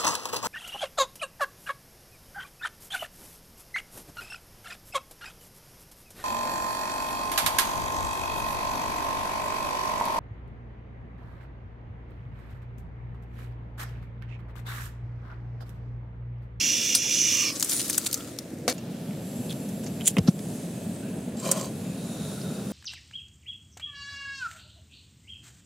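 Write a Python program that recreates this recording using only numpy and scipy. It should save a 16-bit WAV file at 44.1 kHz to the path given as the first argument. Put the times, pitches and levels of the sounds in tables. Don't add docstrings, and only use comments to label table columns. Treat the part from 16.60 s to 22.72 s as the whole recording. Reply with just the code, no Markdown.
import sys
import numpy as np
from scipy import signal
from scipy.fft import irfft
from scipy.io import wavfile
from scipy.ndimage import uniform_filter1d, map_coordinates

SR = 44100
rng = np.random.default_rng(int(sys.argv[2]) if len(sys.argv) > 2 else 0)


def level_to_linear(level):
    exponent = np.asarray(level, float) / 20
    return 10 ** exponent


def store_wav(level_fs):
    pcm = np.round(np.clip(np.atleast_2d(level_fs), -1, 1) * 32767)
    wavfile.write(sys.argv[1], SR, pcm.T.astype(np.int16))


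N = 269892
TIME = np.arange(N) / SR
NEAR_S = 2.13
LAND_S = 2.0792

# time in seconds, level in dB.
AIR_LEVEL = [(0, -45), (1.9, -43.5), (2.27, -36.5), (2.86, -35), (5.9, -35), (6.12, -32)]
# frequency in Hz, level in dB per Hz.
RUMBLE_COLOURS = [
    [(20, -53), (35, -37), (60, -12.5), (120, 0.5), (213, 0), (300, -0.5), (420, -11), (500, -6.5),
     (650, -13.5), (800, -22), (1100, -37), (2000, -100)],
    [(15, -94), (25, -57), (32, -57), (45, -30.5), (116, -7.5), (186, 0), (241, -4), (308, -14),
     (433, -14.5), (579, -16), (638, -15.5), (1200, -39), (1560, -58), (2640, -120)],
]
WASH_DB = [2.5, -1.5]
# frequency in Hz, level in dB per Hz.
STILL_COLOURS = [
    [(470, -23), (800, -5), (1840, 1.5), (2630, -3.5), (3020, -9), (8420, -5), (15300, -13), (16500, -32)],
    [(530, -35), (900, -7.5), (1030, -3), (1740, -0.5), (2060, -5.5), (2270, -3.5), (15100, -13),
     (16500, -26)],
]
STILL_DB = [-53.5, -52.5]
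# frequency in Hz, side minus mid in dB.
RUMBLE_SIDE = [(60, -34), (150, -34.5), (380, -11), (950, -4.5), (2380, 33), (5980, -1), (15000, -3)]
# start in seconds, length in seconds, share in dB, rise and fall in seconds.
HAND_SHADE = (4.3, .5, -7, .3, .03)
# centre in seconds, length in seconds, level in dB, pitch in Hz.
HOLLOWS = [(0.84, 0.42, -48.5, 1150), (5.008, 0.047, -47, 4600), (0.901, 0.13, -37, 5204),
           (1.169, 0.2, -31.5, 9350), (1.55, 0.45, -50, 1325), (2.912, 0.065, -45, 3560),
           (3.686, .024, -39, 5600), (4.36, .2, -51, 8440), (4.48, 0.24, -55, 1570), (4.48, .24, -60, 2600),
           (5.853, 0.53, -53, 1380), (5.62, .7, -56, 3800), (5.3, .4, -60, 2550)]
# centre in seconds, length in seconds, level
# in dB, pitch in Hz.
BRUSHES = [(0.464, 0.08, -49, 700), (0.964, 0.047, -34.5, 6440), (1.124, 0.037, -39, 3400),
           (1.304, .024, -35, 8000), (1.341, .03, -36, 6500), (1.527, .012, -36, 12000),
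           (1.203, 0.025, -28.5, 4900), (1.466, 0.013, -28, 4600), (1.468, 0.031, -23.5, 8450),
           (2.185, 0.03, -53, 5600), (2.092, .036, -36, 11500), (2.14, 0.066, -50, 9500),
           (2.922, .05, -48, 7840), (3.272, 0.045, -44, 6100), (3.095, 0.026, -50, 8000),
           (3.242, .03, -47, 8000), (3.93, 0.43, -50, 9000), (4.08, 0.52, -61, 6940),
           (3.5, 0.057, -37, 9000), (3.587, 0.019, -35, 5000), (3.686, 0.049, -38, 5600),
           (3.683, 0.03, -37, 1270), (3.684, 0.015, -29.5, 640), (3.698, 0.06, -41, 8900)]
# time in seconds, level in dB.
RUSTLE_LEVEL = [(.89, -43.5), (1.0, -35.5), (1.088, -34), (1.097, -27), (1.208, -31.5), (1.225, -36),
                (1.36, -37.5), (1.495, -43), (1.56, -42), (1.95, -65.5)]
# frequency in Hz, level in dB per Hz.
CLOTH_COLOUR = [(530, -15.5), (900, -6), (1300, -5.5), (1910, -7), (5380, -0.5), (7290, 5), (9530, 4.5),
                (15100, -4), (15900, -8), (16500, -16)]
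# time in seconds, peak in dB, ring in Hz, 60 dB decay in seconds.
LATCH_SNAPS = [
    (0.3487, -8, 5000, 0.11),
    (0.351, -4, 9400, 0.12),
    (4.798, -29, 7900, 0.094),
    (4.9141, -4, 8600, 0.035),
    (4.9175, -11, 8400, 0.044),
]
# time in seconds, peak in dB, ring in Hz, dull part in dB.
LIFT_TICKS = [(0.9547, -27, 6640, -28), (0.9978, -12.5, 7850, -27), (1.0066, -15, 7400, -17),
              (1.0261, -6.5, 7050, -16), (1.046, -13, 9100, -25), (1.0956, -15, 7000, -19),
              (1.28, -25, 7700, -31), (1.298, -10.5, 9400, -14), (1.302, -23, 7500, -20),
              (1.3066, -14.5, 5940, -22), (1.33, -15.5, 6010, -22), (1.334, -25, 8000, -25),
              (1.339, -18, 6860, -15), (1.3445, -18, 5500, -12), (1.352, -21, 6400, -25),
              (1.415, -25, 6080, -20), (1.4477, -23, 7560, -17), (1.3779, -10, 7940, -21),
              (1.3797, -5, 8400, -14), (1.4632, -14, 4570, -35), (1.512, -21, 6190, -31),
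              (1.529, -13.5, 5100, -39), (1.529, -14, 9100, -39), (1.5421, -9, 6300, -39),
              (1.7875, -18, 5660, -12.5)]
# time in seconds, peak in dB, ring in Hz, dull part in dB,
# top in dB.
HAND_TICKS = [(2.508, -38, 2660, -1, -21), (2.895, -33, 4000, -20, -25), (2.9043, -26.5, 3900, -12, -14),
              (2.909, -30, 3330, -10, -22), (2.917, -35, 3250, -9, -28), (2.925, -30, 4500, -8, -14),
              (3.089, -35, 6500, -15, -5), (3.2355, -37, 6060, -6, -3), (3.2645, -32, 6650, -1, -16),
              (3.271, -35, 5900, 0, -18), (3.4025, -36, 2600, -4, -30), (3.409, -26.5, 3100, -9, -19),
              (3.417, -29.5, 3200, -15, -29), (3.4518, -34, 6160, -22, -23), (3.4578, -21, 8010, -30, -21),
              (3.4648, -19, 8290, -20, -14), (3.47, -16, 8060, -19, -18), (3.477, -11, 7400, -22, -8),
              (3.481, -4.5, 8550, -18, -6), (3.5675, -16.5, 2640, 2, -24), (3.5832, -19.5, 2850, 3, -14),
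              (3.6752, -22.5, 4500, -27, -27), (3.792, -28, 5000, -3, -8), (4.77, -37, 7570, -20, -21),
              (4.8411, -31, 8120, -12, -15), (4.998, -22, 7560, -10, -17), (5.012, -24, 7400, -12, -15),
              (5.045, -33, 4200, -8, -7), (5.8152, -38, 5080, -23, -28)]
# time in seconds, peak
# in dB, ring in Hz, dull part in dB, # top in dB.
CRACKLES = [(1.119, -14, 5600, -10, -14), (1.1315, -18, 9800, -22, 2), (1.165, -17, 9400, -25, -10),
            (1.194, -17, 7490, -12, -12), (1.6067, -31, 3390, -10, -20), (1.905, -43, 8500, -25, -10),
            (1.941, -42, 8000, -25, -12), (1.9853, -40, 7900, -25, -10), (2.0853, -19, 6000, -11, -12),
            (2.0985, -22, 6500, -10, -8), (2.1809, -34, 6800, -4, -10), (3.508, -31, 9000, -25, -14),
            (4.8756, -23, 8100, -12, -11), (4.9679, -27, 3920, -10, -6), (4.994, -29, 4700, -14, -14),
            (5.037, -34, 9000, -20, -8), (5.056, -28, 8300, -20, -8)]
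# time in seconds, level in dB, pitch in Hz, 60 dB decay in seconds.
PINGS = [(2.181, -43, 6800, .03), (2.184, -43, 2730, .05), (2.19, -47, 5600, .04), (4.771, -43, 7570, .12),
         (4.798, -33, 7590, .06), (4.9135, -18, 7170, .04), (4.9142, -23, 9300, .03),
         (5.011, -33, 7600, .05), (5.8152, -39, 5080, .04), (4.914, -25, 545, .06),
         (3.4095, -38, 3100, .03), (3.418, -38, 3250, .035), (2.908, -38, 3330, .03)]
# start in seconds, length in seconds, level in dB.
PULLS = [
    (-.1, 0.98, -26.5),
    (-.1, 0.46, -27.5),
    (0.471, 0.472, -26),
]
# frequency in Hz, level in dB per Hz.
POT_COLOUR = [(530, -78), (900, -30.5), (1150, -29.5), (1540, -25.5), (2380, -11), (2820, -12.5),
              (3150, -13.5), (4760, -13), (5930, -1.5), (8540, -18.5), (14900, -25), (15900, -26),
              (16500, -65)]
# frequency in Hz, width in Hz, lift in dB, lift in dB as the pull slackens.
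POT_MODES = [(1150, 120, 2, 8), (2385, 120, 7, 13), (2810, 230, 11.5, 9), (3430, 200, 9, 8),
             (3880, 120, -6, -4), (4500, 120, 2.5, 4), (4900, 130, -8, -8), (5025, 110, 8.5, 5),
             (5340, 110, 5.5, 13), (5600, 130, 4.5, 4), (5873, 100, 8.5, 0), (6160, 180, 5, -4),
             (7050, 220, 5, -5), (7400, 89, 1, -4)]
# time in seconds, pitch ratio.
POT_BEND = [(0, 0.98), (.25, 1.008), (.4, 1), (.65, 1.012), (.86, 1.003), (.93, 0.94)]
# frequency in Hz, level in dB per Hz.
LANDING_COLOUR = [(120, -25), (200, -8), (361, -32), (513, 1), (908, -13), (1200, -11.5), (2080, -11.5),
                  (2240, -15), (3130, -15.5), (4440, -10.5), (7450, -12.5), (13700, -23.5), (16500, -67)]
# frequency in Hz, level in dB, 60 dB decay in seconds.
LANDING_MODES = [(250, 1.5, 0.083), (542, 7, 0.03), (502, -3, 0.16), (700, -2, 0.097), (1220, -32, 0.11),
                 (1554, -7, 0.07), (2280, -10.5, 0.23), (3670, -6, 0.11), (4430, -11, 0.33),
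                 (5100, -6, 0.16), (6000, -2, 0.11), (7666, -24, 0.19), (8301, -21, .08)]
# time in seconds, level in dB.
KEY_PRESSURE = [(4.765, -50), (4.81, -41.5), (4.86, -32.5), (4.905, -35.5), (4.925, -33.5), (4.975, -35),
                (5.01, -38), (5.06, -41.5), (5.13, -54)]
# frequency in Hz, level in dB per Hz.
CANISTER_COLOUR = [(210, -42.5), (350, -11), (635, -8.5), (877, -19.5), (1060, -13.5), (1640, -27.5),
                   (3030, -17.5), (3620, -20.5), (3990, -17.5), (7850, -13), (15200, -26), (16500, -67)]
# frequency in Hz, width in Hz, lift in dB.
CANISTER_MODES = [(536, 12, 11), (581, 18, 6), (631, 23, 8), (1015, 20, 12), (1086, 20, 11.5),
                  (1446, 70, 7), (2405, 57, 9.5), (3105, 110, 10), (4030, 63, 12.5), (4600, 53, 14),
                  (6340, 90, 9), (6830, 120, 6), (7570, 100, 6), (8200, 110, 9)]
# frequency in Hz, level in dB per Hz.
WHEEL_COLOUR = [(530, -69), (900, -40), (1480, -25), (2660, -12), (3150, -4.5), (5380, -21.5), (7200, 3),
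                (7840, -8), (9880, -1), (12900, -22), (14900, -24), (15900, -20), (16500, -51)]
# time in seconds, peak in dB, pitch in Hz, 60 dB decay in seconds, rough edge in dB.
POPS = [
    (3.5682, -13, 226, 0.041, -22),
    (3.582, -6, 181, 0.047, -20),
    (3.593, -18, 100, 0.066, -40),
    (3.683, 2, 189, 0.03, -27),
]
# time in seconds, level in dB.
GAS_FLOW = [(2.3, -59), (2.4, -57), (2.9, -48), (3.2, -52.5), (3.5, -53), (3.75, -51.5), (3.9, -51),
            (4.15, -52), (4.45, -52.5), (4.77, -55.5), (5.2, -50), (5.4, -50), (5.6, -46.5), (5.85, -48),
            (6.12, -47)]
# frequency in Hz, level in dB per Hz.
JET_COLOURS = [
    [(530, -28), (900, -14), (1230, -31), (2620, -12.5), (6860, -10), (7650, -4), (8330, -8.5),
     (11300, -5.5), (15700, -16), (16500, -32)],
    [(530, -38), (900, -19), (1360, -39), (1590, -23), (2110, -22.5), (5720, -28.5), (8330, -24),
     (15100, -31), (15900, -26), (16500, -54)],
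    [(530, -33), (900, -1), (1390, -6), (1740, -10.5), (2960, -11.5), (3780, -4.5), (4430, -5.5),
     (10200, -4), (15500, -17), (16500, -24)],
]
# frequency in Hz, width in Hz, lift in dB.
JET_MODES = [
    [(2640, 140, 12.5), (6160, 150, 11), (7560, 510, 8.5), (9560, 170, 11.5), (10900, 200, 7.5),
     (11500, 130, 11)],
    [(2600, 150, 13), (6400, 400, 14), (7050, 340, 9), (7700, 1100, 8.5), (8200, 260, 11.5),
     (10650, 280, 7), (10800, 2600, 11.5), (12300, 200, 9)],
    [(1460, 200, 8.5), (3740, 330, 8.5), (4700, 120, -1), (7100, 280, 6.5), (8300, 160, 6.5),
     (10200, 250, 5.5), (10700, 150, 5), (2600, 200, 9.5)],
]
# frequency in Hz, side lift in dB.
PAIR_WIDTH = [(60, -5), (200, -1), (400, -4), (5000, 0.5), (8000, 4.5), (16000, 2)]


def evened(x):
    return x / np.sqrt(np.mean(x ** 2) + 1e-20)


def pan(db):
    return level_to_linear([[db / 2], [-db / 2]])


def ramp(start, takes):
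    return np.clip((TIME - start) / takes, 0, 1)


def stroke(start, length, db, rise, fall):
    t = TIME - start
    return level_to_linear(db) * np.sin(np.pi / 2 * np.clip(np.minimum(t / rise, (length - t) / fall), 0, 1)) ** 2


def curve(rows):
    s, db = np.transpose(rows)
    inside = (TIME >= s[0]) & (TIME <= s[-1])
    return uniform_filter1d(inside * 1., size=200) * level_to_linear(np.interp(TIME, s, db))


def colour(x, spectrum, modes=()):
    hz = np.fft.rfftfreq(8192, 1 / SR)
    f, level_db = np.transpose(spectrum)
    db = np.interp(np.log(hz + 1), np.log(f + 1), level_db)
    for centre, width, lift_db in modes:
        db = db + lift_db / (1 + (2 * (hz - centre) / width) ** 2)
    log_gain = np.log(level_to_linear(np.maximum(db, -100)))
    phased = np.conj(signal.hilbert(np.r_[log_gain, log_gain[-2:0:-1]]))[:len(hz)]
    taps = irfft(np.exp(phased))[:4096]
    return signal.oaconvolve(x, taps[None], axes=1)[:, :x.shape[1]]


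def split(x, hz):
    low = signal.butter(4, hz, fs=SR, output="sos")
    high = signal.butter(4, hz, "high", fs=SR, output="sos")
    return signal.sosfilt(low, x), signal.sosfilt(high, x)


def slips(per_s, spread_db, smooth, side_db, pan_db=0.):
    size = level_to_linear(spread_db * np.minimum(rng.exponential(1, N), 3)) * (rng.random(N) < per_s / SR)
    burst = signal.lfilter([1], [1, -.97], size)
    mid, side = (evened(burst) + smooth) * rng.standard_normal((2, N))
    side = level_to_linear(side_db) * side
    return np.array([mid + side, mid - side]) * pan(pan_db)


def flicker(hz, depth_db):
    slow = signal.sosfiltfilt(signal.butter(2, hz, fs=SR, output="sos"), rng.standard_normal(N))
    return level_to_linear(depth_db * evened(slow))


def bent(x, rows):
    at = np.cumsum(np.interp(TIME, *np.transpose(rows)))
    return np.array([map_coordinates(v, [at], order=3) for v in x])


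def patchy(x, depth_db):
    z = signal.stft(x, nperseg=512)[2]
    field = uniform_filter1d(rng.standard_normal(z.shape[1:]), size=5, axis=0)
    field = uniform_filter1d(field, size=14, axis=1)
    return signal.istft(z * level_to_linear(depth_db * evened(field)), nperseg=512)[1][:, :N]


def shaded(x):
    low, high = split(x, hz=3800)
    return low + (1 - stroke(*HAND_SHADE)) * high


def air():
    near = ramp(NEAR_S, takes=0.014)
    mid, side = rng.standard_normal((2, 1, N))
    side = colour(side, RUMBLE_SIDE)
    gusts = np.r_[mid + side, mid - side] * flicker(hz=37.5, depth_db=1.0)
    hush = slips(per_s=3000, spread_db=1.5, smooth=3., side_db=-7)
    level, out = curve(AIR_LEVEL), 0
    places = zip([1 - near, near], RUMBLE_COLOURS, WASH_DB, STILL_COLOURS, STILL_DB)
    for share, rumble, wash_db, still, still_db in places:
        low, wash = split(colour(gusts, rumble), hz=315)
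        lumps = level * (low + level_to_linear(wash_db) * wash) / low.std()
        hiss = level_to_linear(still_db) * shaded(evened(colour(hush, still)))
        out = out + share * (lumps + hiss)
    return out


def brushes():
    out = np.zeros((2, N))
    rub = slips(per_s=240, spread_db=-13.0, smooth=2.5, side_db=-9.5)
    run_in = 2000
    for rows, width in [(HOLLOWS, 0.22), (BRUSHES, 1)]:
        for s, length, db, hz in rows:
            a, b = round((s - length / 2) * SR), round((s + length / 2) * SR)
            band = colour(rub[:, a - run_in:b], [(20, -42), (22000, -56)], [(hz, 2 * width * hz, 50)])
            out[:, a:b] += level_to_linear(db) * evened(band[:, run_in:]) * np.hanning(b - a)
    return out


def rustle():
    level = curve(RUSTLE_LEVEL)
    rub = slips(per_s=900, spread_db=3., smooth=1.8, side_db=-6, pan_db=1.5)
    dull, bright = split(colour(rub * flicker(hz=50, depth_db=1.5), CLOTH_COLOUR), hz=4500)
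    return level * evened(bright) + level_to_linear(-18.5) * abs(level) ** 0.69 * evened(dull)


def knocks():
    snaps = [(s, db, hz, t60, -20, -13.5) for s, db, hz, t60 in LATCH_SNAPS]
    lift = [(s, db, hz, 0.029, dull_db, -8) for s, db, hz, dull_db in LIFT_TICKS]
    hands = [(s, db, hz, 0.025, dull_db, top_db)
             for rows in (HAND_TICKS, CRACKLES) for s, db, hz, dull_db, top_db in rows]
    return snaps + lift + hands


def ticks():
    length = 6000
    out, t = np.zeros((2, N + length)), np.arange(length) / SR
    for s, db, hz, t60, dull_db, top_db in knocks():
        ring = level_to_linear(-60 * t / max(t60, .005))
        snap, scatter = level_to_linear(0.5 - 60 * t / 0.0083), level_to_linear(-19 - 60 * t / 0.071)
        fade = np.minimum(t / 0.00031, 1) * (ring + snap + scatter)
        mid, side = rng.standard_normal((2, length))
        crack = np.array([mid + 0.23 * side, mid - 0.33 * side])
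        tone = [(500, -60), (0.48 * hz, -18), (0.71 * hz, -4), (hz, -3),
                (min(1.45 * hz, 12000), .7 * top_db - 3), (13000, top_db), (15800, top_db - 6),
                (16100, top_db - 42)]
        bright = colour(crack, tone, [(hz, 0.16 * hz, 7)])
        dull = colour(crack, [(300, -104), (700, -4.5), (2400, -2.0), (3600, -7.0), (6000, -53)])
        knock = fade * (evened(bright) + level_to_linear(dull_db) * evened(dull))
        placed = knock / abs(knock).max() * pan(2.5 if s < NEAR_S else -2.)
        out[:, round(s * SR):][:, :length] += level_to_linear(db) * placed
    return out[:, :N]


def pings():
    out, t = np.zeros(N), np.arange(4000) / SR
    for s, db, hz, t60 in PINGS:
        fade = level_to_linear(db - 60 * t / t60) * np.minimum(t / .0006, 1)
        out[round(s * SR):][:4000] += fade * np.sin(2 * np.pi * hz * t)
    return out * pan(1.0)


def drag():
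    rub = slips(per_s=1800, spread_db=2.0, smooth=3.0, side_db=-15.5, pan_db=-3.6)
    rub = rub * flicker(hz=63, depth_db=0.5)
    slack = ramp(0.82, takes=0.057)
    firm = evened(colour(rub, POT_COLOUR, [(f, w, db) for f, w, db, _ in POT_MODES]))
    loose = evened(colour(rub, POT_COLOUR, [(f, w, db) for f, w, _, db in POT_MODES]))
    pull = np.linalg.norm([stroke(*row, rise=0.053, fall=0.07) for row in PULLS], axis=0)
    return pull * bent((1 - slack) * firm + slack * loose, POT_BEND)


def landing():
    t = np.arange(round((NEAR_S - LAND_S) * SR)) / SR
    rough = slips(per_s=350, spread_db=6.0, smooth=3.5, side_db=-7, pan_db=3.0)[:, :len(t)]
    crack = evened(colour(rough, LANDING_COLOUR)) * (level_to_linear(-60 * t / 0.015) + level_to_linear(-2 - 60 * t / 0.19))
    walls = sum(level_to_linear(db - 60 * t / t60) * np.sin(2 * np.pi * hz * t) for hz, db, t60 in LANDING_MODES)
    blow = (1 - t / 0.00023) * np.exp(-t / 0.00039)
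    hit = crack + level_to_linear(-5.0) * walls + level_to_linear(-1) * blow
    gate = np.minimum(t / .0001, 1) * np.minimum((t[-1] - t) / 0.0016, 1)
    out = np.zeros((2, N))
    out[:, round(LAND_S * SR):][:, :len(t)] = level_to_linear(-19.5) * hit * gate
    return out


def key():
    rub = slips(per_s=700, spread_db=3., smooth=1.6, side_db=-12) * flicker(hz=35, depth_db=1.5)
    body, bright = split(colour(rub, CANISTER_COLOUR, CANISTER_MODES), hz=1840)
    wakes = ramp(4.78, takes=0.068)
    body_db = 4.5 - 45 * np.maximum(TIME - 4.97, 0)
    ring = wakes * level_to_linear(body_db) * evened(body) * pan(2.4)
    return curve(KEY_PRESSURE) * (evened(bright) + ring)


def flint():
    rasp = slips(per_s=900, spread_db=3., smooth=1., side_db=-8)
    t = TIME - 3.479
    jolt_db = 5.5 * np.minimum(abs(t) / 0.0099, 1)
    away_db = np.maximum(-713 * t, 798 * t)
    return level_to_linear(-13 - jolt_db - away_db) * evened(colour(rasp, WHEEL_COLOUR))


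def pops():
    out, t = np.zeros((2, N)), np.arange(9000) / SR
    rough = slips(per_s=230, spread_db=-3.0, smooth=0.36, side_db=-10.0)
    edge = evened(colour(rough, [(150, -11), (450, 9), (1500, -22.5), (3000, -19), (6000, -55)]))
    for s, db, hz, t60, edge_db in POPS:
        at = slice(round(s * SR), round(s * SR) + len(t))
        swell = level_to_linear(db - 60 * (t / t60) ** 1.36) * np.minimum(t / 0.0033, 1)
        push = swell * np.sin(2 * np.pi * hz * t * (1 - 1.5 * np.minimum(t, .1)))
        out[:, at] += split(push, hz=.6 * hz)[1] * pan(0.7)
        out[:, at] += level_to_linear(edge_db - 60 * t / 0.057) * np.minimum(t / 0.00041, 1) * edge[:, at]
    return split(out, hz=55)[1]


def gas():
    lit, wide = ramp(3.73, takes=0.12), ramp(4.9, takes=0.7)
    jet, out = slips(per_s=4000, spread_db=1.5, smooth=4., side_db=-9), 0
    for share, spectrum, modes in zip([1 - lit, lit - wide, wide], JET_COLOURS, JET_MODES):
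        hiss = colour(jet, spectrum, modes)
        out = out + share * hiss / split(hiss, hz=5000)[1].std()
    return curve(GAS_FLOW) * flicker(hz=4.1, depth_db=3.0) * out


def scene():
    handled = patchy(drag() + rustle() + gas() + key() + flint(), depth_db=1.5)
    soft = air() + handled + brushes() + pops()
    edge = signal.firwin(401, 15900, window=("kaiser", 8), fs=SR)
    soft = signal.oaconvolve(soft, edge[None], "same")
    return soft + ticks() + pings() + split(landing(), hz=150)[1]


def top_cut(x):
    return signal.sosfilt(signal.butter(12, 16620, fs=SR, output="sos"), x)


def record(dry):
    mid, side = dry.mean(0), colour((dry[:1] - dry[1:]) / 2, PAIR_WIDTH)[0]
    power_db = 10 * np.log10(abs(uniform_filter1d(mid ** 2, size=300)) + 1e-12)
    fall = TIME * 89.0
    held_db = np.maximum.accumulate(power_db + fall) - fall
    over_db = np.maximum(held_db + 21.0, 0)
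    late_db = np.r_[np.zeros(500), uniform_filter1d(over_db, size=400)][:N]
    ducked = np.array([mid + side, mid - side]) / level_to_linear(0.36 * late_db)
    ceiling = .8
    return top_cut(ceiling * np.tanh(ducked / ceiling))


dry = scene()
out = record(dry)
store_wav(out)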